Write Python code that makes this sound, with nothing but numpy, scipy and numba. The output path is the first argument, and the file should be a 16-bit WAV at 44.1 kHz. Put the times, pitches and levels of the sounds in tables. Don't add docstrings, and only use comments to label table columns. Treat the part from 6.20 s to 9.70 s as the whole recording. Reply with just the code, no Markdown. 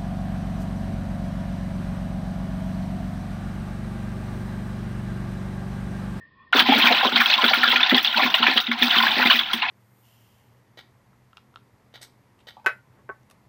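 import sys
import numpy as np
from scipy import signal
from scipy.fft import rfft, irfft
from scipy.io import wavfile
from scipy.ndimage import uniform_filter1d, minimum_filter1d
from numba import njit

SR = 44100
rng = np.random.default_rng(int(sys.argv[2]) if len(sys.argv) > 2 else 0)


def unload_audio(sound):
    columns = np.transpose(np.atleast_2d(sound))
    steps = np.round(np.clip(columns, -1, 1) * 32767)
    wavfile.write(sys.argv[1], SR, steps.astype(np.int16))


def ratio_of_db(decibels):
    return 10 ** (np.asarray(decibels, float) / 20)


N = 154350

BUBBLE_GLIDE, BUBBLE_SWELL_CYCLES = 0.035, 2.13
SURGE_DB = 2


def level(x, rms_db):
    return x * ratio_of_db(rms_db) / np.sqrt(np.mean(x ** 2))


def colour(x, points):
    hz, db = np.array(points, float).T
    grid_hz = np.arange(1025) * SR / 2048
    gain_db = np.interp(np.log(grid_hz + 1), np.log(hz), db)
    cepstrum = irfft(gain_db * np.log(10) / 20)
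    cepstrum[1:1024] *= 2
    cepstrum[1025:] = 0
    impulse = irfft(np.exp(rfft(cepstrum)))
    return signal.fftconvolve(x, impulse)[:N]


def band(x, hz, width_hz):
    return signal.lfilter(*signal.iirpeak(hz, hz / width_hz, SR), x)


def band_twice(x, hz, width_hz):
    return band(band(x, hz, width_hz), hz, width_hz)


def cut(x, hz, kind, order):
    return signal.sosfilt(signal.butter(order, hz, kind, fs=SR, output="sos"), x)


def walk(rate_hz):
    hold = int(SR / rate_hz)
    steps = np.repeat(rng.standard_normal(N // hold + 1), hold)
    return 1.3 * uniform_filter1d(uniform_filter1d(steps, hold), hold)[:N]


def bursts(rows, decay_s, rise_s):
    kicks = np.zeros(N)
    kicks[(rows[:, 0] * SR).astype(int)] = ratio_of_db(rows[:, 1])
    n = int(rise_s * SR)
    rise = np.convolve(kicks, np.hanning(n) * 2 / n)[n // 3:n // 3 + N]
    return signal.lfilter([1], [1, -np.exp(-1 / (decay_s * SR))], rise)


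@njit
def ring(start_s, hz, cycles, size, glide, swell_cycles):
    out = np.zeros(N)
    for k in range(len(start_s)):
        n0 = int(start_s[k] * SR)
        tau = cycles[k] / hz[k] * SR / 2
        phase = 0.0
        for i in range(min(int(5 * tau), N - n0)):
            phase += 2 * np.pi * hz[k] * (1 + glide[k] * i / tau / 2) / SR
            swell = min(i * hz[k] / SR / swell_cycles, 1.0)
            out[n0 + i] += size[k] * np.exp(-i / tau) * swell * np.sin(phase)
    return out


def cluster(rows, cycles, spread_s, gain_db):
    bubbles, swarm_db, lead_db = 12, -7, 8.5
    when, pitch, strength, life = np.moveaxis(rng.random((len(rows), bubbles, 4)), 2, 0)
    late_s = -spread_s * np.log(1 - when)
    size = ratio_of_db(rows[:, 1:2] + gain_db + swarm_db + 11 * strength) * np.exp(-late_s / spread_s / 2)
    hz = rows[:, 2:3] * 2 ** (1.497 * (pitch - 0.55))
    late_s -= 0.001
    late_s[:, 0] = 0
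    size[:, 0] = ratio_of_db(rows[:, 1] + gain_db + lead_db)
    hz[:, 0] = 0.99 * rows[:, 2]
    life[:, 0] = 1
    start_s = rows[:, :1] + late_s
    cycles = cycles * (0.95 + 0.63 * life)
    return ring(start_s.ravel(), hz.ravel(), cycles.ravel(), size.ravel(),
                BUBBLE_GLIDE * life.ravel(), BUBBLE_SWELL_CYCLES)


# (time [s], peak level [dB], pitch [Hz])
SPLASHES_EARLY = [(0.3312, -15, 2740), (0.3931, 0, 3400), (0.4845, -26, 3400), (0.5852, -35, 3600),
                  (0.611, -40, 3600), (0.6221, -8.5, 3160), (0.7234, -8, 4050), (0.7618, -23, 3020),
                  (0.797, -34, 2730), (0.9234, -22, 3530), (0.9588, -1.5, 3160), (1.0017, -4.5, 2420),
                  (1.0589, -6, 3260), (1.099, -8.5, 2550), (1.117, -15, 3300), (1.1386, -4, 3350),
                  (1.1782, -13.5, 3750), (1.218, -10, 2900), (1.2404, -8, 3430), (1.2806, -9, 3720),
                  (1.31, -40, 3170), (1.3335, -0.5, 2227), (1.4343, -9.5, 2280), (1.4748, -16, 3130),
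                  (1.517, -11, 4000), (1.558, -3, 2434), (1.6039, -8, 2510), (1.6304, -3.5, 3530),
                  (1.6957, -11, 3500), (1.7126, -6.5, 2010), (1.745, -4, 3250), (1.7798, -9, 3400)]
SPLASHES_LATE = [(1.847, -9.5, 3270), (1.926, -17, 2520), (1.962, -22, 3300), (1.9743, -10, 4300),
                 (2.0353, -16, 2500), (2.0727, -27, 4270), (2.1004, -18.5, 3530), (2.1414, -1, 2890),
                 (2.2289, -5.5, 2870), (2.2656, -1, 2435), (2.375, -4, 3090), (2.401, -14, 3780),
                 (2.4678, -17, 3710), (2.5152, -8.5, 2230), (2.623, -5.5, 3480), (2.7082, -10.5, 3370),
                 (2.7447, -22, 3200), (2.778, -42, 2330), (2.8261, -9.5, 3470), (2.8811, -12, 3260),
                 (3.0173, -9, 2580), (3.056, -5, 2075), (3.1012, 6, 2870), (3.1907, -6.5, 3330),
                 (3.312, -23, 3930), (3.3328, -9, 3290), (3.4206, -8, 2780), (3.485, -11.5, 2600)]


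def splashes():
    rows = np.array(SPLASHES_EARLY + SPLASHES_LATE)
    return cluster(rows, cycles=19.6, spread_s=0.0073, gain_db=-7.5)


# (time [s], peak level [dB], pitch [Hz])
GLUGS = [(0.33, -2.5, 1484), (0.486, -9, 766), (0.521, -3.5, 831), (0.637, -13, 1044),
         (0.708, -9, 705), (0.809, -9.5, 1570), (0.828, -11, 804), (0.847, -8, 1016),
         (0.92, -13, 1490), (0.961, -12, 1420), (1.002, -34, 1400), (1.184, -11.5, 1030),
         (1.24, -9.5, 1500), (1.309, -12.5, 772), (1.347, -13.5, 1650), (1.432, -3, 1785),
         (1.524, -10, 1950), (1.594, -12, 1440), (1.692, -14.5, 1800), (1.708, -9, 1820),
         (1.775, -8, 1810),
         (1.943, -10.5, 1490), (1.971, -11, 942), (1.994, -8, 1116), (2.059, -14, 1083),
              (2.14, -14, 1062), (2.226, -9, 1310), (2.265, -6, 1633), (2.514, -12, 1730),
              (2.681, -18, 1440), (2.749, -15, 1290), (2.775, -12, 1470), (2.801, -6.5, 1455),
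              (2.833, -10, 1058), (2.867, -5, 1650), (2.941, -32.5, 725), (2.995, -12.5, 872),
              (3.027, -4.5, 1510), (3.099, 3, 1594), (3.329, -20, 1030)]


def glugs():
    rows = np.array(GLUGS)
    return cluster(rows, cycles=8.7, spread_s=0.014, gain_db=-2.36)


# (time [s], churn level [dB], spray relative level [dB])
STIRRING = [(.326, -21.5, -19), (0.398, -4.5, 7), (0.434, -20, 2), (0.498, -10.5, -2), (.72, -11, 1),
            (.9, -17.5, 3), (1.3, -17.5, 0), (1.75, -18.5, -7), (1.9, -22.5, 3.5), (2.029, -15.5, -2.5),
            (2.12, -24, -14), (2.372, -14, 1), (2.429, -32.5, -13), (2.6, -20.5, 4), (2.65, -16.5, 7),
            (3.122, -16, 1.5), (3.28, -24.5, 3), (3.5, -27, -31)]


def effort_db(column):
    rows = np.array(STIRRING, float)
    return np.interp(np.arange(N) / SR, rows[:, 0], rows[:, column], left=-99)


# (frequency [Hz], level [dB per Hz])
WATER_SPECTRUM = [(300, -65.5), (540, -13), (720, 1), (1210, -1), (1430, 3.5), (3340, 0), (4500, -9),
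                  (7500, -33)]


def churn():
    bubbles_per_s, fizz_cycles, scatter_db, patch_db = 3600, 13.1, 2.6, 3.2
    when, pitch, strength, life = rng.random((int(bubbles_per_s * N / SR), 4)).T
    hz = 450 * 14 ** pitch
    surges = np.array([walk(35) for _ in range(6)])
    patch = surges[(pitch * 6).astype(int), (when * N).astype(int)]
    size = ratio_of_db(-scatter_db * np.log(1 - 0.99 * strength) + patch_db * patch) * hz
    cycles = fizz_cycles * (0.72 + 1.07 * life)
    fizz = ring(when * N / SR, hz, cycles, size, BUBBLE_GLIDE * life, BUBBLE_SWELL_CYCLES)
    wash = level(rng.standard_normal(N), -4)
    bed = level(colour(level(fizz, 0) + wash, WATER_SPECTRUM), -1)
    wake = ratio_of_db(-11.5) * bursts(np.array(SPLASHES_EARLY + SPLASHES_LATE), decay_s=0.019, rise_s=0.0047)
    return bed * (ratio_of_db(effort_db(1) + SURGE_DB * walk(50)) + wake)


# (time [s], peak level [dB])
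SPRAY_BURSTS = [(0.333, -53), (0.345, -24), (0.362, -19), (0.5473, -23), (0.581, -16.5), (0.6455, -22),
                (0.6705, -29), (1.007, -20), (1.2482, -23), (1.342, -19.5), (1.4333, -34), (1.4896, -22.5),
                (1.69, -23), (1.763, -22), (1.826, -21.5), (1.9261, -44), (2.0209, -31), (2.0369, -22),
                (2.1012, -26), (2.1456, -20), (2.333, -23.5), (2.4021, -22), (2.5861, -45), (2.6265, -20.5),
                (2.7992, -55), (2.868, -53), (3.0471, -24), (3.1229, -27), (3.1558, -21.5), (3.329, -18)]
# (frequency [Hz], level [dB per Hz])
SPRAY_SPECTRUM = [(5000, -5.5), (7000, -23), (9200, -21), (13300, -26), (14900, 2), (15800, -6.5),
                  (16100, -71)]


def spray(water):
    hit, strength = rng.random((2, N))
    ticks = (hit < 0.3) * ratio_of_db(-3 * np.log(1 - 0.99 * strength)) * rng.standard_normal(N)
    follow = np.sqrt(uniform_filter1d(water ** 2, size=300).clip(0))
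    steady = ratio_of_db(-32 + effort_db(2) + SURGE_DB / 2 * walk(47)) * follow
    thick = ratio_of_db(-14.5) * bursts(np.array(SPRAY_BURSTS), decay_s=0.023, rise_s=0.008)
    crackle = band(ticks, 15960, 3000)
    for hz in range(6400, 13000, 1600):
        crackle = crackle + band_twice(ticks, hz, 2200) * ratio_of_db(4 * walk(90))
    return level(colour(crackle, SPRAY_SPECTRUM), 0) * (steady + thick)


# (time [s], peak level [dB], pitch [Hz], length [s], slap level [dB])
SLOPS = [(0.347, -19, 274.5, 0.035, -21.5), (0.416, -26.5, 244, 0.12, -46), (0.488, -14, 270, 0.056, -21.5),
         (0.556, -16, 234, 0.038, -27.5), (0.636, -26, 243, 0.097, -40), (0.702, -23.5, 245, 0.042, -27.5),
         (0.851, -23, 246, 0.044, -21), (0.92, -23, 244, 0.05, -37), (0.99, -25, 240, 0.051, -45),
         (1.234, -20, 242, 0.066, -22.5), (1.372, -28.5, 249, 0.12, -33.5),
         (1.472, -30.5, 244, 0.077, -32.5), (1.527, -33, 253, 0.14, -30), (1.579, -37, 253, 0.045, -45),
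         (1.722, -10.5, 255, 0.062, -19.5), (1.96, -28, 226, 0.05, -54), (2.023, -24, 262, 0.036, -30.5),
         (2.049, -16, 250, 0.047, -53), (2.198, -26, 240, 0.11, -37), (2.28, -24, 269, 0.066, -30.5),
         (2.358, -26, 240, 0.06, -30), (2.485, -22, 240, 0.1, -69), (2.617, -16.5, 249, 0.085, -42),
         (2.765, -23.5, 236, 0.11, -55), (2.966, -23.5, 254.4, 0.15, -25.5),
         (3.048, -23.5, 240, 0.077, -30), (3.14, -28.5, 239, 0.11, -43), (3.337, -27.5, 232, 0.062, -54)]


def gulps():
    gain_db, sag, rise_s, ripple_db = -2.5, 0.02, 0.007, 3
    out = np.zeros(N)
    for start_s, peak_db, hz, length_s, _ in SLOPS:
        t = np.arange(int(np.clip(length_s, 0.02, 0.2) * SR)) / SR
        part = t / t[-1]
        shape = np.minimum(t / rise_s, 1) * np.cos(np.pi / 2 * part).clip(0) ** 1.08
        i = int((start_s - 0.004) * SR)
        out[i:i + len(t)] += ratio_of_db(peak_db + gain_db) * shape * np.sin(2 * np.pi * hz * t * (1 - sag * part))
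    return out * ratio_of_db(ripple_db / 2 * walk(50))


# (frequency [Hz], level [dB], t60 [s])
BUCKET_MODES = [(240, 4, 0.069), (297, 1, 0.047), (322, -9, 0.025)]


def bucket():
    rows = np.array(SLOPS)
    out = gulps()
    rush = rng.standard_normal(N) * ratio_of_db(-36.5 + 3 * walk(40))
    push = rush * (bursts(rows, decay_s=0.024, rise_s=0.013) + ratio_of_db(effort_db(1) - 20.5))
    for hz, db, t60_s in BUCKET_MODES:
        pole = np.exp(2j * np.pi * hz / SR - np.log(1000) / (t60_s * SR))
        out = out + ratio_of_db(db) * signal.lfilter([1], [1, -pole], push).imag
    slap_env = bursts(rows[:, [0, 4]], decay_s=0.02, rise_s=0.002)
    slap = rng.standard_normal(N) * slap_env * ratio_of_db(19)
    out = out + band_twice(slap, 434, 380)
    return cut(out, 190.4, "high", order=4)


# (frequency [Hz], width [Hz], level [dB])
AIR_MODES = [(762, 88, -13), (1026, 35.3, -2), (1404, 38, -7), (3670, 1130, 0)]


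def hollow(water):
    return ratio_of_db(-3.5) * sum(ratio_of_db(db) * band(water, hz, width_hz) for hz, width_hz, db in AIR_MODES)


def far_wall(water):
    echo_s, echo_db = 0.002288, -27
    feedback = np.r_[1, np.zeros(int(echo_s * SR)), -ratio_of_db(echo_db)]
    return 0.4 * signal.lfilter([1], feedback, water)


def side_signal(mist):
    scatter = rng.standard_normal(N) * uniform_filter1d(np.abs(mist), size=200)
    scatter = ratio_of_db(-11.5) * cut(scatter, [6500, 13500], "band", order=3)
    rumble = level(cut(rng.standard_normal(N), 90, "low", order=3), -89)
    return scatter + rumble


# (frequency [Hz], level [dB per Hz])
YARD_SPECTRUM = [(25, -18.5), (85, 2), (200, -2.5), (500, -14), (900, -25), (3500, -22.5), (5200, -33),
                 (7000, -83)]
# (frequency [Hz], width [Hz], level [dB], loudest time [s])
DISTANT_WHINES = [(1835, 73, -61, 0.014), (1076, 120, -67.5, 0.23), (3400, 74, -84, 0.22),
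                  (2480, 220, -82.5, 0.22)]


def yard():
    rumble_db, sway_db, swell_s = -60, 2.5, 0.056
    out = level(colour(rng.standard_normal(N), YARD_SPECTRUM), rumble_db) * ratio_of_db(sway_db * walk(5.74))
    for hz, width_hz, db, peak_s in DISTANT_WHINES:
        swell_db = 13 * np.exp(-((np.arange(N) / SR - peak_s) / swell_s) ** 2)
        whine = level(band_twice(rng.standard_normal(N), hz, width_hz), db)
        out = out + whine * ratio_of_db(swell_db)
    return out


def scene():
    drops = cut(splashes() + glugs(), 5000, "low", order=6)
    water = churn() + cut(drops, 466, "high", order=4)
    mist = spray(water)
    mid = far_wall(water) + hollow(water) + mist + bucket() + yard()
    side = side_signal(mist)
    return np.array([mid + side, mid - side])


def top_cut(x):
    return signal.sosfilt(signal.butter(12, 16850, fs=SR, output="sos"), x)


def record(dry):
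    limit, top_hz = 0.8, 15950
    peak = np.abs(dry).max(axis=0)
    gain = minimum_filter1d(limit / np.maximum(peak, limit), size=161)
    held = dry * uniform_filter1d(gain, size=80)
    low_pass = signal.ellip(8, 0.2, 60, top_hz, fs=SR, output="sos")
    mix = signal.sosfilt(low_pass, held)
    return top_cut(mix)


dry = scene()
out = record(dry)
unload_audio(out)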